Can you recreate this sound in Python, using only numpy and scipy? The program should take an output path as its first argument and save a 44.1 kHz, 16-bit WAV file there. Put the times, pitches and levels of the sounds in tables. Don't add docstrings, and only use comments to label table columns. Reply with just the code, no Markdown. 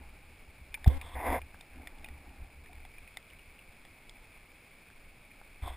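import sys
import numpy as np
from scipy import signal
from scipy.fft import rfft, irfft
from scipy.io import wavfile

SR = 44100
rng = np.random.default_rng(int(sys.argv[2]) if len(sys.argv) > 2 else 0)


def digitize_waveform(pressure):
    field = np.atleast_2d(pressure).T
    bounded = np.clip(field, -1, 1)
    quanta = np.round(bounded * 32767).astype(np.int16)
    wavfile.write(sys.argv[1], SR, quanta)


N = 254319
MOUNT_HZ = 68.3


def from_db(db):
    return 10 ** (np.asarray(db) / 20)


def rms_one(x):
    return x / np.sqrt(np.mean(x ** 2) + 1e-20)


def in_time(rows):
    s, *columns = np.transpose(rows)
    return [np.interp(np.arange(N) / SR, s, c) for c in columns]


def drift(rate):
    r = np.exp(-80 * np.pi * rate / SR)
    draws = rng.standard_normal(N // 40 + 2002)
    slow = signal.lfilter([1], [1, -2 * r, r * r], draws)[2000:]
    return np.interp(np.arange(N) / 40, np.arange(len(slow)), rms_one(slow))


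def resonate(x, modes):
    out = 0
    for k, (hz, width, db) in enumerate(modes):
        r = np.exp(-np.pi * width / SR)
        b = (1 - r * r) / 2 * np.array([1, 0, -1])
        a = [1, -2 * r * np.cos(2 * np.pi * hz / SR), r * r]
        out = out + (-1) ** k * from_db(db) * signal.lfilter(b, a, x)
    return out


def band_noise(low_hz, high_hz):
    band = signal.butter(2, [low_hz, high_hz], "band", fs=SR, output="sos")
    return rms_one(signal.sosfilt(band, rng.standard_normal(N)))


def swing(hz, t60, seconds):
    t = np.arange(int(seconds * SR)) / SR
    return np.cos(2 * np.pi * hz * t) * from_db(-60 * t / t60)


def add(out, s, sound):
    at = int(s * SR)
    out[at:at + len(sound)] += sound[:N - at]


def grains(per_s, spread_db):
    sizes = from_db(spread_db * np.minimum(rng.exponential(1, N), 4)) * rng.choice([-1, 1], N)
    return sizes * (rng.random(N) < per_s / SR) + 1e-18


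# frequency in Hz, level in dB per Hz.
HISS_TONE = [(59, -11), (100, -3.5), (156, -2.5), (346, -5.5), (403, -7), (706, -8), (926, -11.5),
             (1590, -10.5), (1960, -11.5), (2280, 1), (3150, -18.5), (5060, -19), (5800, -27), (7540, -33),
             (12800, -120)]


def hiss():
    hz, db = np.transpose(HISS_TONE)
    axis = np.fft.rfftfreq(N, 1 / SR) + 1
    colour = from_db(np.interp(np.log(axis), np.log(hz), db))
    noise = irfft(rfft(rng.standard_normal(N)) * colour, N)
    return from_db(-59.5 + 0.67 * drift(20)) * rms_one(noise)


# peak time in seconds, peak level in dB, length in seconds.
NODS = [(0.0, -51.5, 0.36), (0.275, -55, 0.16), (0.49, -54, 0.04), (0.609, -48, 0.073),
        (0.703, -57.5, 0.13), (0.828, -53, 0.13), (0.968, -55, .1), (1.028, -41.5, 0.079),
        (1.167, -38, 0.054), (1.306, -33.5, 0.13), (1.428, -44, .06), (1.552, -52.5, 0.031),
        (1.774, -53.5, 0.17), (2.028, -54.5, 0.12), (2.121, -45, 0.11), (2.294, -50, 0.077),
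        (2.42, -44.5, 0.083), (2.585, -52.5, 0.13), (2.77, -53, 0.2), (3.027, -55, .06), (3.216, -71, .08),
        (3.33, -60.5, .1), (3.472, -56.5, 0.091), (3.705, -76, .12), (3.9, -61, .06), (4.105, -73, .06),
        (4.317, -67, .07), (4.425, -57, 0.033), (4.515, -71, .04), (5.06, -62, 0.18)]


def nodding():
    drop_db, rise_share = 18.0, 0.61
    t, level_db = np.arange(N) / SR, np.full(N, -80.0)
    for s, db, length in NODS:
        away = np.where(t < s, (s - t) / rise_share, t - s) / length
        level_db = np.maximum(level_db, db - drop_db * away)
    return level_db


# time in seconds, level in dB.
STIR = [(0.0, 7.5), (0.14, -1), (0.5, -2.5), (0.62, -4), (0.72, 0.5), (1.45, 1), (1.66, -2), (1.78, 9.5),
        (1.96, 3), (2.02, 5.5), (2.12, 4.5), (2.42, 3.5), (2.5, -2), (2.77, 0.5), (3.2, -8.5), (4.3, -3),
        (4.8, -15), (5.6, -3)]


def motion():
    wobble_db = nodding()
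    stir_db, = in_time(STIR)
    pitch = MOUNT_HZ * (1 + 0.034 * drift(4.27))
    wobble = np.sqrt(2) * np.sin(2 * np.pi * np.cumsum(pitch) / SR) * from_db(2.8 * drift(27))
    sway_gain = from_db(-56.5 + 0.5 * stir_db + 1.5 * drift(3.1)) + from_db(wobble_db - 7.5)
    shudder_gain = from_db(-68.5) + from_db(wobble_db - 9.5)
    sway = sway_gain * band_noise(8, 30)
    shudder = shudder_gain * band_noise(40, 105)
    return from_db(wobble_db) * wobble + shudder + sway


def scuffs():
    stir_db, = in_time(STIR)
    t = np.arange(N) / SR
    aboard_s = 2.75
    aboard_db = (t > aboard_s) * (4.5 - 0.8 * (t - aboard_s))
    rustle = grains(1500, spread_db=1.5)
    tube = rms_one(resonate(rustle, [(264, 66, 0)]))
    shell = rms_one(resonate(rustle, [(536, 190, -12.5), (840, 107, 5.0)]))
    fabric = rms_one(resonate(rustle, [(1160, 210, -1.6), (1724, 280, -0.38)]))
    specks = grains(600, spread_db=-2.5)
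    cavity = rms_one(resonate(specks, [(2197, 260, 0.0), (2554, 89, 2.5), (3300, 280, -9)]))
    tube_db = -71.5 + 1.34 * stir_db - 3 * drift(24.0)
    shell_db = -70 + 0.83 * stir_db + 0.8 * drift(18)
    fabric_db = -75 + 1.08 * stir_db
    cavity_db = -68 + aboard_db + 1.0 * drift(22.0)
    boat = from_db(fabric_db) * fabric + from_db(tube_db) * tube
    return boat + from_db(shell_db) * shell + from_db(cavity_db) * cavity


# start in seconds, peak level in dB, pitch in Hz, low part in dB, high part in dB.
TICKS = [(0.7418, -25, 2410, -17, -10), (0.822, -52, 2300, -13, -16), (0.8433, -30, 2020, -13, -7),
         (1.013, -30.5, 2420, -23, -13.5), (1.4163, -35.5, 2420, -11, -16.5), (1.609, -41, 2370, -5, -3),
         (1.7325, -45.5, 2450, -13, -24), (1.7574, -43.5, 2420, -22, -19),
         (1.8718, -30.5, 2155, -14.5, -10.5), (2.044, -33.5, 2420, -9, -10.5), (2.0861, -37, 2200, -9, -13),
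         (2.6599, -43, 2070, -18, -12), (2.7299, -43.5, 2300, -8, -10), (2.8504, -40, 2290, -0.5, -10),
         (2.9823, -39, 2410, -13, -32), (3.0757, -40, 2440, -22, -23), (3.1703, -31, 2050, -7.5, -2.5),
         (3.3323, -45, 2200, -16, -24), (3.5898, -41, 2680, -23, -26), (3.8503, -42.5, 2160, -4.5, -7.5),
         (4.0943, -48.5, 2100, -2, 9.5), (5.314, -41, 2320, -23, -44), (5.4136, -46, 1530, 2, -14)]
HIGH_TICKS = [
    (0.7470, -29, 2305, -15, -25),
    (1.9834, -48.5, 2680, -9, -4),
    (2.0597, -43, 2820, -1.5, -13),
    (2.2922, -51, 2760, -3, -12),
    (3.3009, -45, 2860, -18, -10),
    (3.391, -46, 2810, -18, -21),
]
LOW_TICKS = [
    (0.7737, -50, 1600, -8, -14),
    (1.5438, -42, 1600, 2, -16),
    (4.901, -45, 1680, -6, -10),
]


def ticks():
    out, rows = np.zeros(N), TICKS + HIGH_TICKS + LOW_TICKS
    chances = rng.random((len(rows), 6))
    noises = rng.standard_normal((len(rows), 400))
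    for (s, db, hz, low_db, high_db), c, noise in zip(rows, chances, noises):
        t60 = 0.01206 * min(hz / 2300, 1) ** 1.45
        snap = noise * swing(0, 0.0041, 1)[:len(noise)]
        add(out, s, from_db(db + high_db / 2 - 13.5) * snap)
        ring = swing(hz, 1.67 * t60, .05)
        ring = ring + 0.88 * swing(hz * (0.897 + 0.024 * c[0]), 0.96 * t60, .05)
        ring = ring + 0.11 * swing(hz * 0.884, 0.17 * t60, .05)
        dull = from_db(low_db) * swing(700 + 200 * c[1], 1.6 * t60, .05)
        door = swing(3400 + 200 * c[4], t60, .05)
        door = door - 0.25 * swing(4000 + 500 * c[2], 0.2 * t60, .05)
        door = door + 0.74 * swing(5030, 0.55 * t60, .05)
        crack = from_db(high_db + 4.0) * door
        soft = np.minimum(np.arange(len(ring)) / (0.0008 * SR), 1)
        add(out, s, from_db(db - 1) * soft * (0.7 * ring + dull + crack))
        add(out, s + t60 * (0.118 + 0.051 * c[3]), -from_db(db - 5) * soft * (ring + 0.77 * crack))
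        add(out, s + t60 * (0.62 + .1 * c[5]), from_db(db - 13) * soft * ring)
    return out


# peak time in seconds, level in dB, direction, contact in seconds, mount ring in dB.
BIG_BLOW = [
    (0.8700, -16, -1, .013, -30),
    (0.8766, -8.2, 1, .0085, -9),
]
BLOWS = [
    (5.629, -28, -0.85, 0.012, -22),
    (5.636, -33, 1, 0.013, -25),
    (5.658, -30.2, 1, 0.015, -12),
    (5.703, -34.5, 0.97, 0.021, -1),
    (5.75, -47, 1, 0.019, -18),
]
# start in seconds, level in dB, pitch in Hz, 60 dB decay in seconds.
KNOCKS = [(0.7745, -47, 870, .045), (0.8608, -26, 760, 0.028), (2.335, -54, 820, .09),
          (2.445, -56, 790, 0.065), (2.695, -51.5, 720, 0.084), (5.4138, -46, 850, .012),
          (5.6228, -41, 650, .008), (5.672, -41, 3460, 0.017), (5.6745, -32, 1080, 0.024),
          (5.6765, -34, 710, .018), (5.691, -43, 3300, .012)]


def blows():
    out = np.zeros(N)
    for rows, give_t60 in ((BIG_BLOW, .095), (BLOWS, 0.024)):
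        for s, db, direction, contact, ring_db in rows:
            push = np.hanning(int(contact * SR))
            give = swing(65, give_t60, .4)
            body = give + from_db(ring_db) * swing(MOUNT_HZ, 0.25, .4)
            sound = signal.fftconvolve(push, body)
            top = np.argmax(sound)
            add(out, s - top / SR, direction * from_db(db) * sound / sound[top])
    for s, db, hz, t60 in KNOCKS:
        knock = swing(hz, t60, .12)
        soft_start = np.minimum(np.arange(len(knock)) * hz / SR, 1)
        add(out, s, from_db(db) * knock * soft_start)
    return out


# frequency in Hz, width in Hz, level in dB.
SHELL = [(708, 133, 0), (990, 168, -1.5), (1210, 310, -13)]
RIM = [(1048, 140, 0)]
PADDING = [(271, 71, -5.5), (512, 66, -2)]
CAVITY = [(1510, 91, -4.5), (2070, 233, 5), (2670, 430, -11)]
DOOR = [(3480, 260, 0), (4550, 350, -15), (5100, 350, -14)]
LATCH = [(4970, 690, 0)]
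# time in seconds, level in dB.
STROKES = [
    [(0.862, -42), (0.881, -48), (0.886, -39.5), (0.945, -52.5), (0.981, -62), (0.989, -62), (1.0, -56)],
    [(1.0, -66), (1.016, -59.5), (1.07, -55), (1.12, -63.5), (1.15, -54)],
    [(1.15, -41), (1.176, -42.5), (1.306, -32.5), (1.328, -33), (1.368, -35), (1.386, -44), (1.395, -44)],
    [(5.621, -59), (5.657, -50.5), (5.681, -47), (5.691, -53.5), (5.747, -58.5), (5.767, -66)],
]
# rim in dB, padding in dB, cavity in dB, door in dB.
STROKE_COLOUR = [(-11, 4.5, -7.5, -8.5), (0, -5, -4, -1), (-25, -4.5, -8, -23), (-3.5, -3.5, -5, -4.5)]
FOLLOWS = (0.69, 1.52, 0.63, 1)


def rubbing():
    grip = from_db(1.7 * drift(38))
    slips = [grip * grains(6000, spread_db=2.2) for _ in range(3)]
    parts = (SHELL, RIM, PADDING, CAVITY, DOOR)
    shell, *others = [rms_one(resonate(slips[k % 3], modes)) for k, modes in enumerate(parts)]
    soft = signal.butter(3, 3130, fs=SR, output="sos")
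    shell, *others[:-1] = signal.sosfilt(soft, [shell, *others[:-1]])
    latch = rms_one(resonate(resonate(slips[0], LATCH), LATCH))
    shell = shell + from_db(-31.5) * latch
    others[-1] = rms_one(resonate(others[-1], [(3250, 530, 3), (5360, 520, -4.0)]))
    out, t = np.zeros(N), np.arange(N) / SR
    for rows, colour_db in zip(STROKES, STROKE_COLOUR):
        level_db, = in_time(rows)
        below_peak_db = level_db - level_db.max()
        stroke = shell
        for part, db, share in zip(others, colour_db, FOLLOWS):
            stroke = stroke + from_db(db + (share - 1) * below_peak_db) * part
        on = np.clip(np.minimum(t - rows[0][0], rows[-1][0] - t) / .002, 0, 1)
        out += on * from_db(level_db) * stroke
    return out


# first step down in seconds, first gap of the quickening
# drops in seconds, steps a drop, last step up in seconds, amplifier offset in full scale.
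LIMITER = [
    (0.8769, .00055, 2, 0.9770, .5),
    (0.8775, .0012, 1, 0.9385, -.22),
]


def limiter(x):
    step_db, step_up_s, coupling_hz = .5, .0037, 38
    t, out = np.arange(N) / SR, []
    for channel, (first, gap, size, last, offset) in zip(x, LIMITER):
        down = size * np.ceil(((t - first) / gap).clip(0) ** 1.5)
        left_to_climb = np.ceil((last - t) / step_up_s)
        gain = from_db(-step_db * np.minimum(down, left_to_climb).clip(0))
        coupling = signal.butter(1, coupling_hz, "high", fs=SR)
        jolts = signal.lfilter(*coupling, offset * (gain - 1))
        out.append(gain * channel + jolts)
    return np.array(out)


def scene():
    mono = hiss() + motion() + scuffs() + ticks() + blows() + rubbing()
    return mono + from_db(-68.5) * rng.standard_normal((2, N))


def roll_off(x):
    return signal.sosfilt(signal.butter(12, 16470, fs=SR, output="sos"), x)


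def record(dry):
    held_rate_hz, out_rate_hz = 12000, 48000
    band_limit = signal.cheby1(10, .5, 5620, fs=SR, output="sos")
    band = signal.sosfilt(band_limit, limiter(dry))
    hz = np.fft.rfftfreq(N, 1 / SR) + 1e-6
    hold = np.sin(np.pi * hz / held_rate_hz) / (4 * np.sin(np.pi * hz / out_rate_hz))
    mirrored = band * (1 - 2 * np.cos(2 * np.pi * held_rate_hz * np.arange(N) / SR))
    held = irfft(rfft(mirrored) * hold, N)
    low_pass = signal.cheby1(10, .5, 15050, fs=SR, output="sos")
    mix = signal.sosfilt(low_pass, held)
    return roll_off(mix)


dry = scene()
out = record(dry)
digitize_waveform(out)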